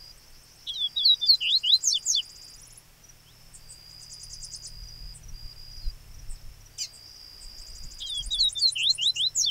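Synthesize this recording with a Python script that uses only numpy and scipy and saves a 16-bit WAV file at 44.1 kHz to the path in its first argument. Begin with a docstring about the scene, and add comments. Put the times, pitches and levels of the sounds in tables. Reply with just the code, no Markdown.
"""An open field. A small caged songbird sings two loud phrases of slurred, rising and diving whistles.
Wild birds trill and chip further off; each voice is a gliding syrinx tone that membrane flutter makes buzz.
A cricket's wing strokes drone in bouts over a shimmer of far insects, a far engine's exhaust hums
and a dove coos. Light wind bumps the single microphone."""
import sys
import numpy as np
from scipy import signal
from scipy.fft import rfft, irfft, next_fast_len
from scipy.io import wavfile
from scipy.ndimage import uniform_filter1d, map_coordinates

SR = 44100
rng = np.random.default_rng(int(sys.argv[2]) if len(sys.argv) > 2 else 0)


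def wav_record(signal):
    """Record a signal, one row per channel, as 16-bit PCM in the file named by sys.argv[1]."""
    frames = np.transpose(np.atleast_2d(signal))
    bounded = np.clip(frames, -1, 1)
    # unit amplitude maps onto the largest positive 16-bit level
    quanta = np.round(bounded * 32767).astype(np.int16)
    wavfile.write(sys.argv[1], SR, quanta)


N = 418950

# wild birds' call contours by name: t/s, f/Hz, level/dB, buzz depth/share of f
CALL_CONTOURS = { "zip": [(0, 6170, -6, 0.1), (.012, 6470, 1, 0.15), (.023, 6900, 0.5, .07),
                 (.038, 7960, -6.5, .04)], "tink": [(0, 10900, -13.5, 0), (.003, 9900, -8.5, 0),
                 (.006, 9070, -1, 0.037), (.011, 9350, -6, .02), (.017, 10800, -2.5, 0.081)],
                 "whip": [(0, 8430, -10, 0.0051), (.007, 7342, -11.5, 0.006), (.014, 6110, -4.5, 0.045),
                 (.021, 5280, -9, 0), (.028, 4630, -2.5, 0.02)], "tsip": [(0, 8300, -24, 0.065),
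                 (.012, 8520, -6.5, 0.015), (.024, 8450, -2.5, 0.078), (.036, 8000, -9, .11),
                 (.052, 7370, -41, 0.018)], "pip": [(0, 6110, -23, 0.0022), (.01, 5880, -0.5, 0.017),
                 (.02, 5750, 0.5, 0), (.03, 5300, -23, 0.0055)], "chirp": [(0, 3980, -8, 0.01),
                 (.01, 3150, -7.5, 0.012), (.022, 3000, -6, 0.018), (.043, 3060, 0, 0.014),
                 (.06, 2720, -5.5, .025), (.075, 2650, -4.5, 0.022), (.09, 2350, -27, .03)]}


def amp(db):
    """Decibels to gain."""
    return 10 ** (np.asarray(db) / 20)


def unit(x):
    """x at rms 1."""
    return x / np.sqrt(np.mean(x ** 2) + 1e-20)


def curves(rows):
    """One value per sample for each column after t/s."""
    times, *cols = np.transpose(rows)
    return [np.interp(np.arange(N) / SR, times, c) for c in cols]


def wobble(rate_hz, size=N):
    """Smooth random curve with knots at rate_hz."""
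    knots = rng.standard_normal(int(size * rate_hz / SR) + 4)
    return map_coordinates(knots, [np.arange(size) * rate_hz / SR])


def filtered(x, response):
    """x through a frequency response."""
    m = next_fast_len(N + SR // 2)
    return irfft(rfft(x, m) * response(np.fft.rfftfreq(m, 1 / SR)), m)[:N]


def noise(colour):
    """Noise of rms 1; colour rows: f/Hz, relative density/dB."""
    f, db = np.transpose(colour)
    white = rng.standard_normal(N)
    return unit(filtered(white, lambda hz: amp(np.interp(np.log(hz + 1), np.log(f), db))))


def add(track, start_s, sound):
    """Mix a sound into the track."""
    start = max(round(start_s * SR), 0)
    part = track[start:start + len(sound)]
    part += sound[:len(part)]


def scatter(x, wet_db, t60_s, delay_s=0.002, above_hz=0):
    """Leaves and wires throw back a short diffuse tail, mostly above above_hz."""
    t = np.arange(SR // 2) / SR
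    tail = rng.standard_normal(len(t)) * amp(-60 * t / t60_s) * (t > delay_s)
    wet = signal.fftconvolve(x, tail / np.linalg.norm(tail))[:N]
    return x + amp(wet_db) * filtered(wet, lambda hz: 1 / (1 + (above_hz / (hz + 1)) ** 4))


def echo(x, delay_s, db):
    """One weaker, later copy."""
    return filtered(x, lambda hz: amp(db) * np.exp(-2j * np.pi * hz * delay_s))


def air(hush_db=-56, waver_db=0.4, lumpy_db=3, bump_half_width_s=0.023):
    """A lumpy breeze and its hard bumps on the microphone, over the field's even hush."""
    breeze_course = [(0, -55), (1, -61), (3, -60), (4.1, -56), (4.6, -49), (5, -42), (5.25, -39.5),
                     (5.5, -50), (5.85, -41), (6, -43.5), (6.55, -46.5), (6.8, -61.5), (7.35, -55.5),
                     (7.8, -42.5), (8.1, -48.5), (8.4, -38.5), (8.56, -56), (9.5, -63)]  # t/s, level/dB
    bump_peaks = [(5.33, -34.5), (5.452, -33.5), (5.72, -46), (5.871, -28.5), (6.11, -45), (6.19, -37),
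                  (6.3, -33), (6.47, -34), (7.46, -43.5), (7.71, -39.5), (7.85, -29.5), (8.21, -33.5),
                  (8.28, -34.5)]  # t/s, level/dB
    buffet_colour = [(11, -51), (18, 8), (28, 3.5), (40, 1), (108, -21), (145, -22.5), (184, -29.5),
                     (400, -45), (520, -64), (880, -120)]  # f/Hz, density/dB
    hush_colour = [(20, 14), (100, 8.5), (200, 2), (350, 0), (700, -1.5), (1400, -3.5), (2700, -2),
                   (4000, -8), (5400, -1), (6500, -5.5), (10000, -9), (13000, -8), (15500, -9.5)]  # f/Hz, density/dB
    t = np.arange(N) / SR
    breeze_db, = curves(breeze_course)
    breeze = amp(breeze_db) * unit(amp(lumpy_db * wobble(18)))
    bumps = sum(amp(db) * np.exp(-((t - s) / bump_half_width_s) ** 2) for s, db in bump_peaks)
    buffet = np.hypot(breeze, bumps) * noise(buffet_colour)
    hush = amp(hush_db + waver_db * wobble(1.88)) * noise(hush_colour)
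    return buffet + hush


def engine():
    """A far engine slows and picks up again; only its low exhaust orders carry."""
    course = [(0, 38.5, -64.5), (1, 40, -67.5), (2, 39.8, -66), (4, 39, -59.5), (5, 38.4, -55),
              (5.3, 37.6, -55.5), (5.7, 34.3, -54.5), (6.15, 35.6, -55), (6.7, 34, -57.5),
              (7.1, 31.5, -66.5), (7.6, 30, -70), (8.1, 30, -64), (8.55, 32, -59.5), (9, 37.8, -57.5),
              (9.5, 37.3, -56.5)]  # t/s, cycle rate/Hz, level/dB
    exhaust = [(2, -7), (3, 0.5), (4, -3.5)]  # order, relative level/dB
    cycle_hz, db = curves(course)
    phase = 2 * np.pi * np.cumsum(cycle_hz * (1 + 0.0026 * wobble(7))) / SR
    hum = sum(amp(order_db + 1.2 * wobble(7.4)) * np.sin(k * phase) for k, order_db in exhaust)
    return amp(db) * unit(hum)


def far_insects(flicker_db=2.9):
    """Many far insects blur into a narrow band of shimmer that comes and goes."""
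    course = [(0, -62), (.7, -59), (1, -56), (2.7, -60), (3, -76), (3.4, -58.5), (3.9, -71), (5.2, -74),
              (5.5, -63), (6.5, -61.5), (6.7, -70), (7.1, -56), (8, -59), (8.5, -58.5), (9.5, -54)]  # t/s, level/dB
    colour = [(4500, -43.5), (5150, -17), (5330, -2.5), (5520, -15), (6300, -39.5), (8000, -59)]  # f/Hz, density/dB
    db, = curves(course)
    return amp(db) * unit(amp(flicker_db * wobble(120)) * noise(colour))


def cricket(stroke_hz=59.4, sag_hz=210, cold_detune=0.035):
    """Each wing stroke is a short, sagging tone; a bout warms up in level and pitch, then stops dead."""
    bouts = [(-.2, 0.116, 4890, -51, .03), (0.737, 2.565, 4820, -52.5, .15),
             (3.55, 5.139, 4850, -52.5, .17), (5.324, 5.53, 4855, -50, 0.0325),
             (5.551, 5.91, 4884, -50, 0.0227), (6.7, 8.35, 4825, -52.5, .13)]  # start/s, end/s, f/Hz, level/dB, warm-up/s
    # bouts over 1 s gain a later, higher, weaker tone
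    upper = [(start + 0.3, end, hz + 159.4, db - 3, 0.03)
             for start, end, hz, db, _ in bouts if end - start > 1]
    track = np.zeros(N)
    for start, end, hz, db, warm_up_s in bouts + upper:
        t = np.arange(max(start, 0), end, 1 / SR)
        warmth = 1 - 0.9 * np.exp(-(t - start) / warm_up_s)
        stroke = (stroke_hz * t + 0.04 * wobble(12, len(t))) % 1
        pitch_hz = hz * (1 - cold_detune * (1 - warmth)) + sag_hz * (0.5 - stroke)
        pitch_hz += 6 * wobble(9.7, len(t)) + 30 * wobble(500, len(t))
        pulses = np.sin(np.pi * stroke) * np.sin(2 * np.pi * np.cumsum(pitch_hz) / SR)
        add(track, t[0], amp(db + wobble(20.7, len(t))) * warmth * unit(pulses))
    return scatter(track, wet_db=-7, t60_s=0.06)  # grass blurs the strokes


def syrinx(contour, calls, buzz_hz, jitter, harmonics_db=(0,), rasp=0):
    """One gliding whistle per call; fast membrane flutter makes it buzz, uneven flutter makes it rasp."""
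    track = np.zeros(N)
    knots_s, *cols = np.transpose(contour)
    for start_s, call_db, stretch, pitch_ratio in calls:
        t = np.arange(int(knots_s[-1] * stretch * SR)) / SR
        hz, db, depth = [uniform_filter1d(np.interp(t, knots_s * stretch, c), size=150) for c in cols]
        pitch_hz = pitch_ratio * hz
        flutter = np.sin(2 * np.pi * np.cumsum(buzz_hz * (1 + 0.1 * wobble(117.7, len(t)))) / SR)
        unsteady = jitter * (1 + 25 * np.abs(depth)) * wobble(891, len(t))
        phase = 2 * np.pi * np.cumsum(pitch_hz * (1 + depth * flutter + unsteady)) / SR
        tone = sum(amp(harmonic_db) * np.sin(k * phase) * (k * pitch_hz < SR / 2)
                   for k, harmonic_db in enumerate(harmonics_db, 1))
        gate = np.clip(np.minimum(t, t[-1] - t) / 0.003, 0, 1)
        gain = amp(call_db + db + 1.5 * wobble(157, len(t)))
        roughness = 1 + rasp * wobble(1500, len(t))
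        add(track, start_s, gain * roughness * gate * tone)
    return track


def trilling_bird(reserved_s=0.02, uneven_db=2):
    """A wild bird alternates buzzy zips and high tinks; a slower trill draws its zips longer."""
    # zip pitch ratio, zip's share of the free time, course
    # course: t/s, tink spacing/s, tink level/dB, tink pitch ratio, zip level/dB
    trills = [ (.8, 1, [(.046, 0.1266, -55, 0.89, -58.5), (.85, 0.13, -48.5, 0.88, -54.5)]),
              (0.998, .6, [(1.291, 0.081, -54, 0.96, -49.5), (1.6, .0769, -49, .93, -47.5),
              (1.84, .073, -36.5, 0.91, -44.5), (2.18, .0654, -46, 1.016, -46.5),
              (2.4, 0.061, -48.5, 0.97, -47), (2.81, .049, -40, 1.11, -51)]),
              (1, .47, [(3.93, 0.1, -54, 0.9, -54.5), (4.15, .1006, -40, 1.02, -47),
              (4.7, 0.12, -37.5, .96, -45.5)]), (0.999, 0.53, [(7.611, 0.0838, -46, .88, -47.5),
              (7.95, 0.077, -49.5, 0.96, -44.5), (8.1, .0815, -34.5, .94, -42.5),
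              (8.53, .0942, -28.5, .98, -38), (8.85, 0.1198, -31, 1.01, -38),
              (9.07, .134, -31, 1.01, -35.5), (9.25, 0.13, -41, 0.98, -37.5)])]
    zip_contour, tink_contour = CALL_CONTOURS["zip"], CALL_CONTOURS["tink"]
    zips, tinks = [], []
    for zip_pitch, fill, course in trills:
        knots_s, *cols = np.transpose(course)
        s = knots_s[0]
        while s < knots_s[-1]:
            gap_s, tink_db, tink_pitch, zip_db = [np.interp(s, knots_s, c) for c in cols]
            zip_s = fill * max(gap_s - reserved_s, 0.01)  # reserved: the tink and a rest
            zips.append((s - zip_s, zip_db, zip_s / zip_contour[-1][0], zip_pitch))
            tinks.append((s, tink_db + uneven_db * rng.standard_normal(), 1, tink_pitch))
            s += gap_s
    trill = syrinx(zip_contour, zips, buzz_hz=284, jitter=0.01)
    trill += syrinx(tink_contour, tinks, buzz_hz=409, jitter=0.0071, rasp=0.33)
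    return scatter(trill, wet_db=-8, t60_s=0.11)


def note(length_s, pitches_hz, peak_db, peak_at, swell_db, sag_db, buzz, buzz_at):
    """Syrinx contour of a song note: it glides, swells, sags and droops in pitch as it closes."""
    attack_s, release_s = 0.016, 0.012
    droop_share, droop_s = 0.19, 0.003
    u = np.linspace(0, 1, 200)
    t, left_s = u * length_s, (1 - u) * length_s
    hz = map_coordinates(np.array(pitches_hz, float), [u * (len(pitches_hz) - 1)], order=2, mode="nearest")
    hz *= 1 - droop_share * np.exp(-left_s / droop_s)
    gate = np.clip(t / attack_s, 1e-3, 1) * np.clip(left_s / release_s, 1e-3, 1)
    db = peak_db + np.interp(u, [0, peak_at, 1], [-swell_db, 0, -sag_db]) + 20 * np.log10(gate)
    depth = buzz * np.interp(u, [0, buzz_at, buzz_at + 0.14], [0.45, 1, 0])
    return np.transpose([t, hz, db, depth])


def caged_bird(brassiness=1.8, bounce_db=-13):
    """Nearly pure whistles; the two sides of the syrinx overlap and beat where notes join."""
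    # length/s, f/Hz at five even steps, peak/dB, peak place/0-1, swell/dB, sag/dB,
    # buzz depth/share of f, buzz place/0-1
    notes = { "rasp": (0.13, (3750, 3695, 3417, 3350, 3150), -28, 0.31, 12, 15.5, 0.13, 0.27),
             "slur": (.143, (4210, 3850, 3560, 3430, 3330), -23.4, .75, 11.7, 8, .01, .12),
             "step": (0.11, (3710, 3865, 3480, 3390, 3366), -20.5, 0.21, 6.9, 9.9, 0.017, 0.5),
             "fall": (.12, (4870, 4400, 3980, 3845, 3900), -15.3, .25, 18, 2, .006, .19),
             "hold": (0.07, (3530, 3577, 3520, 3525, 3430), -22.4, 0.5, 13.5, 8.5, 0.014, 0.34),
             "peal": (.105, (5110, 4800, 4420, 4180, 4130), -12, .44, 27, 6, .012, .3),
             "scoop": (0.19, (3150, 2807, 3120, 3866, 4420), -16.5, 1, 11.3, .2, 0.077, 0.49),
             "rise": (0.15, (2846, 2948, 3430, 3970, 4227), -15, 0.85, 10.5, 4.6, 0.046, 0.058),
             "dive": (0.1, (8000, 7010, 6480, 5515, 5750), -21.5, 0.58, 12.4, 12.5, 0.022, 0.43),
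             "flick": (0.044, (4000, 4095, 4210, 4665, 4710), -14.5, 0.67, 22.6, 12, 0.012, 0.48),
             "drop": (0.055, (3480, 3647, 3480, 3094, 2980), -23, 0.53, 4.2, 5.9, 0.0091, .4)}
    score = { "rasp": [(.661, 0.5, 0.86, 0.96), (7.995, -1, 0.84, 0.95)], "slur": [(.735, 0.5, 1.028, 0.99),
             (8.057, -2, 1.176, 0.97)], "step": [(.957, 0.5, 0.88, 0.994), (8.303, -0.6, 0.91, 1.002)],
             "fall": [(1.029, -0.5, 1, 1), (8.376, -2.5, 0.97, 0.99)], "hold": [(1.207, 1, 0.95, 1.002),
             (8.548, -3.5, 0.83, 1.01)], "peal": [(1.249, -0.5, 1.045, 0.99), (8.579, -4, 1.22, 0.98)],
             "scoop": [(1.403, 0.5, 0.95, 0.99), (8.751, -0.5, 0.9, 0.98)], "rise": [(1.631, 0, 0.94, 1),
             (8.978, -2.5, 0.9, 0.98), (9.155, -3, 0.88, 0.98)], "dive": [(1.825, 1, 0.99, 0.99),
             (2.049, 0, 1, 1), (9.344, 1.5, 1, 1.004)], "flick": [(1.902, -1.5, 0.96, 1),
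             (2.125, -2.5, 0.92, 0.99), (9.421, -1.3, .926, .991)], "drop": [(1.931, 3, 0.97, 0.99),
             (2.149, 3.2, 1.16, 0.97), (9.453, 2.8, 1.09, 0.98)]}  # by note: t/s, gain/dB, length ratio, pitch ratio
    bounce_course = [(2.3, .00204), (8, .00192)]  # near reflection, shifting as the cage is moved: t/s, delay/s
    buzz_hz = {"rasp": 215, "scoop": 165}
    song = sum(syrinx(note(*notes[name]), score[name], buzz_hz.get(name, 170),
                      jitter=0.0012, harmonics_db=(0, -56)) for name in notes if name != "dive")
    song += brassiness * song ** 3  # third harmonic on loud notes
    # the high dive is forced: rougher, with a weak octave and hiss; the wires scatter it most
    dive = syrinx(note(*notes["dive"]), score["dive"], buzz_hz=310, jitter=0.003,
                  harmonics_db=(0, -29), rasp=0.15)
    hiss = noise([(3000, -42), (5000, 0), (9000, -5), (12000, -10), (16000, -10.5)])
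    hiss *= amp(-23.5) * uniform_filter1d(np.abs(dive), size=300)
    song += scatter(dive, wet_db=-0.5, t60_s=0.085) + hiss
    # the reflection ripples the level as the pitch sweeps
    bounce_s, = curves(bounce_course)
    bounce = amp(bounce_db) * map_coordinates(song, [np.arange(N) - bounce_s * SR])
    field_echo = echo(song, delay_s=0.016, db=-22)
    return scatter(song + bounce + field_echo, wet_db=-14, t60_s=0.15, above_hz=6000)


def far_birds():
    """Far double pips, and faint slurs from the hedges."""
    pairs = [(.68, -45), (1.139, -42), (2.573, -45), (3.033, -43.5), (4.825, -44.5), (5.227, -44.5),
             (5.709, -49.5), (6.133, -48), (6.6, -49.5), (7.1, -48.5), (7.715, -47), (8.139, -48)]  # t/s, gain/dB
    slur_contours = { "up": [(0, 3090, -4, .01), (.03, 3460, 3.5, .015), (.07, 4300, -7, .02)],
                     "down": [(0, 4510, -5, .005), (.03, 4230, 2, .005), (.075, 3950, -13, .005)],
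                     "whisk": [(0, 5400, 8, 0.016), (.015, 4380, -7, 0), (.035, 3500, -14, 0)]}  # t/s, f/Hz, level/dB, buzz depth/share of f
    slurs = { "up": [(3.26, -57, 1, 0.94), (6.122, -60, .3, 1.53), (6.41, -55, 0.27, 1.5),
             (7.03, -51, 0.92, 1.46)], "down": [(5.815, -51, 1, 1)], "whisk": [(6.355, -52.5, 1, 1)]}  # by contour: t/s, gain/dB, length ratio, pitch ratio
    pips = [(s + lag_s, db + accent_db, 1, 1)
            for s, db in pairs for lag_s, accent_db in [(0, -3.5), (0.05, -0.1)]]
    calls = syrinx(CALL_CONTOURS["pip"], pips, buzz_hz=200, jitter=0.003)
    calls += sum(syrinx(slur_contours[name], slurs[name], buzz_hz=198, jitter=0.0043) for name in slurs)
    return scatter(calls, wet_db=-15, t60_s=0.24, delay_s=0.0057)


def chipping_birds():
    """Thin contact calls and a run of whipped chips, scattered by leaves."""
    tsips = [(3.53, -41, 0.88, 0.98), (3.68, -41, 1.52, 0.96), (5.136, -40, 1, 1), (6.285, -42, 1.16, 0.99),
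             (6.924, -44.5, 1.08, 0.972), (7.4, -43, 1.3, 0.96)]  # t/s, gain/dB, length ratio, pitch ratio
    whips = [(4.016, -38, 1, 1.1), (4.115, -35.5, 0.99, 1.01), (4.219, -37, 1, 1.01),
             (4.321, -32.5, 0.87, 1.02), (4.424, -32, 0.93, 1.02), (4.528, -31, .85, 1),
             (4.643, -31.5, 0.91, 1)]  # same columns
    calls = syrinx(CALL_CONTOURS["tsip"], tsips, buzz_hz=324, jitter=0.012, rasp=0.47)
    calls += syrinx(CALL_CONTOURS["whip"], whips, buzz_hz=297, jitter=0.018, rasp=0.61)
    return scatter(calls, wet_db=-2, t60_s=0.13)


def harsh_chirp():
    """Both sides of the syrinx at once; the throat favours overtones between 4 and 8 kHz."""
    sides = [(6.778, -33, 0.98, 0.99), (6.783, -29, .9, .8)]  # t/s, gain/dB, length ratio, pitch ratio
    upper = syrinx(CALL_CONTOURS["chirp"], sides[:1], buzz_hz=373, jitter=0.0095,
                   harmonics_db=(-8.5, 1.5, -16, -24, -22, -22), rasp=0.3)
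    lower = syrinx(CALL_CONTOURS["chirp"], sides[1:], buzz_hz=323, jitter=0.0035,
                   harmonics_db=(-16, 1, -4, -26.5, -34, -26), rasp=0.2)
    return scatter(upper + lower, wet_db=-8, t60_s=0.11)


def dove(coo_hz=660, half_width_s=0.12):
    """Soft distant coos: swells of one wavering tone, barely above the hush."""
    coos = [(6.92, -68), (7.66, -70), (8.32, -69), (8.98, -67.5)]  # centre t/s, level/dB
    t = np.arange(N) / SR
    tone = np.sin(2 * np.pi * np.cumsum(coo_hz + 14 * wobble(60)) / SR)
    return tone * sum(amp(db) * np.exp(-((t - s) / half_width_s) ** 2) for s, db in coos)


def scene():
    """One microphone feeds both channels."""
    background = air() + engine() + far_insects() + cricket()
    birds = trilling_bird() + caged_bird() + far_birds() + chipping_birds() + harsh_chirp() + dove()
    mono = background + birds
    return np.array([mono, mono])


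def record(dry):
    """Brick-wall low-pass at 15750 Hz."""
    return np.array([filtered(x, lambda hz: hz < 15750) for x in dry])


dry = scene()
out = record(dry)
wav_record(out)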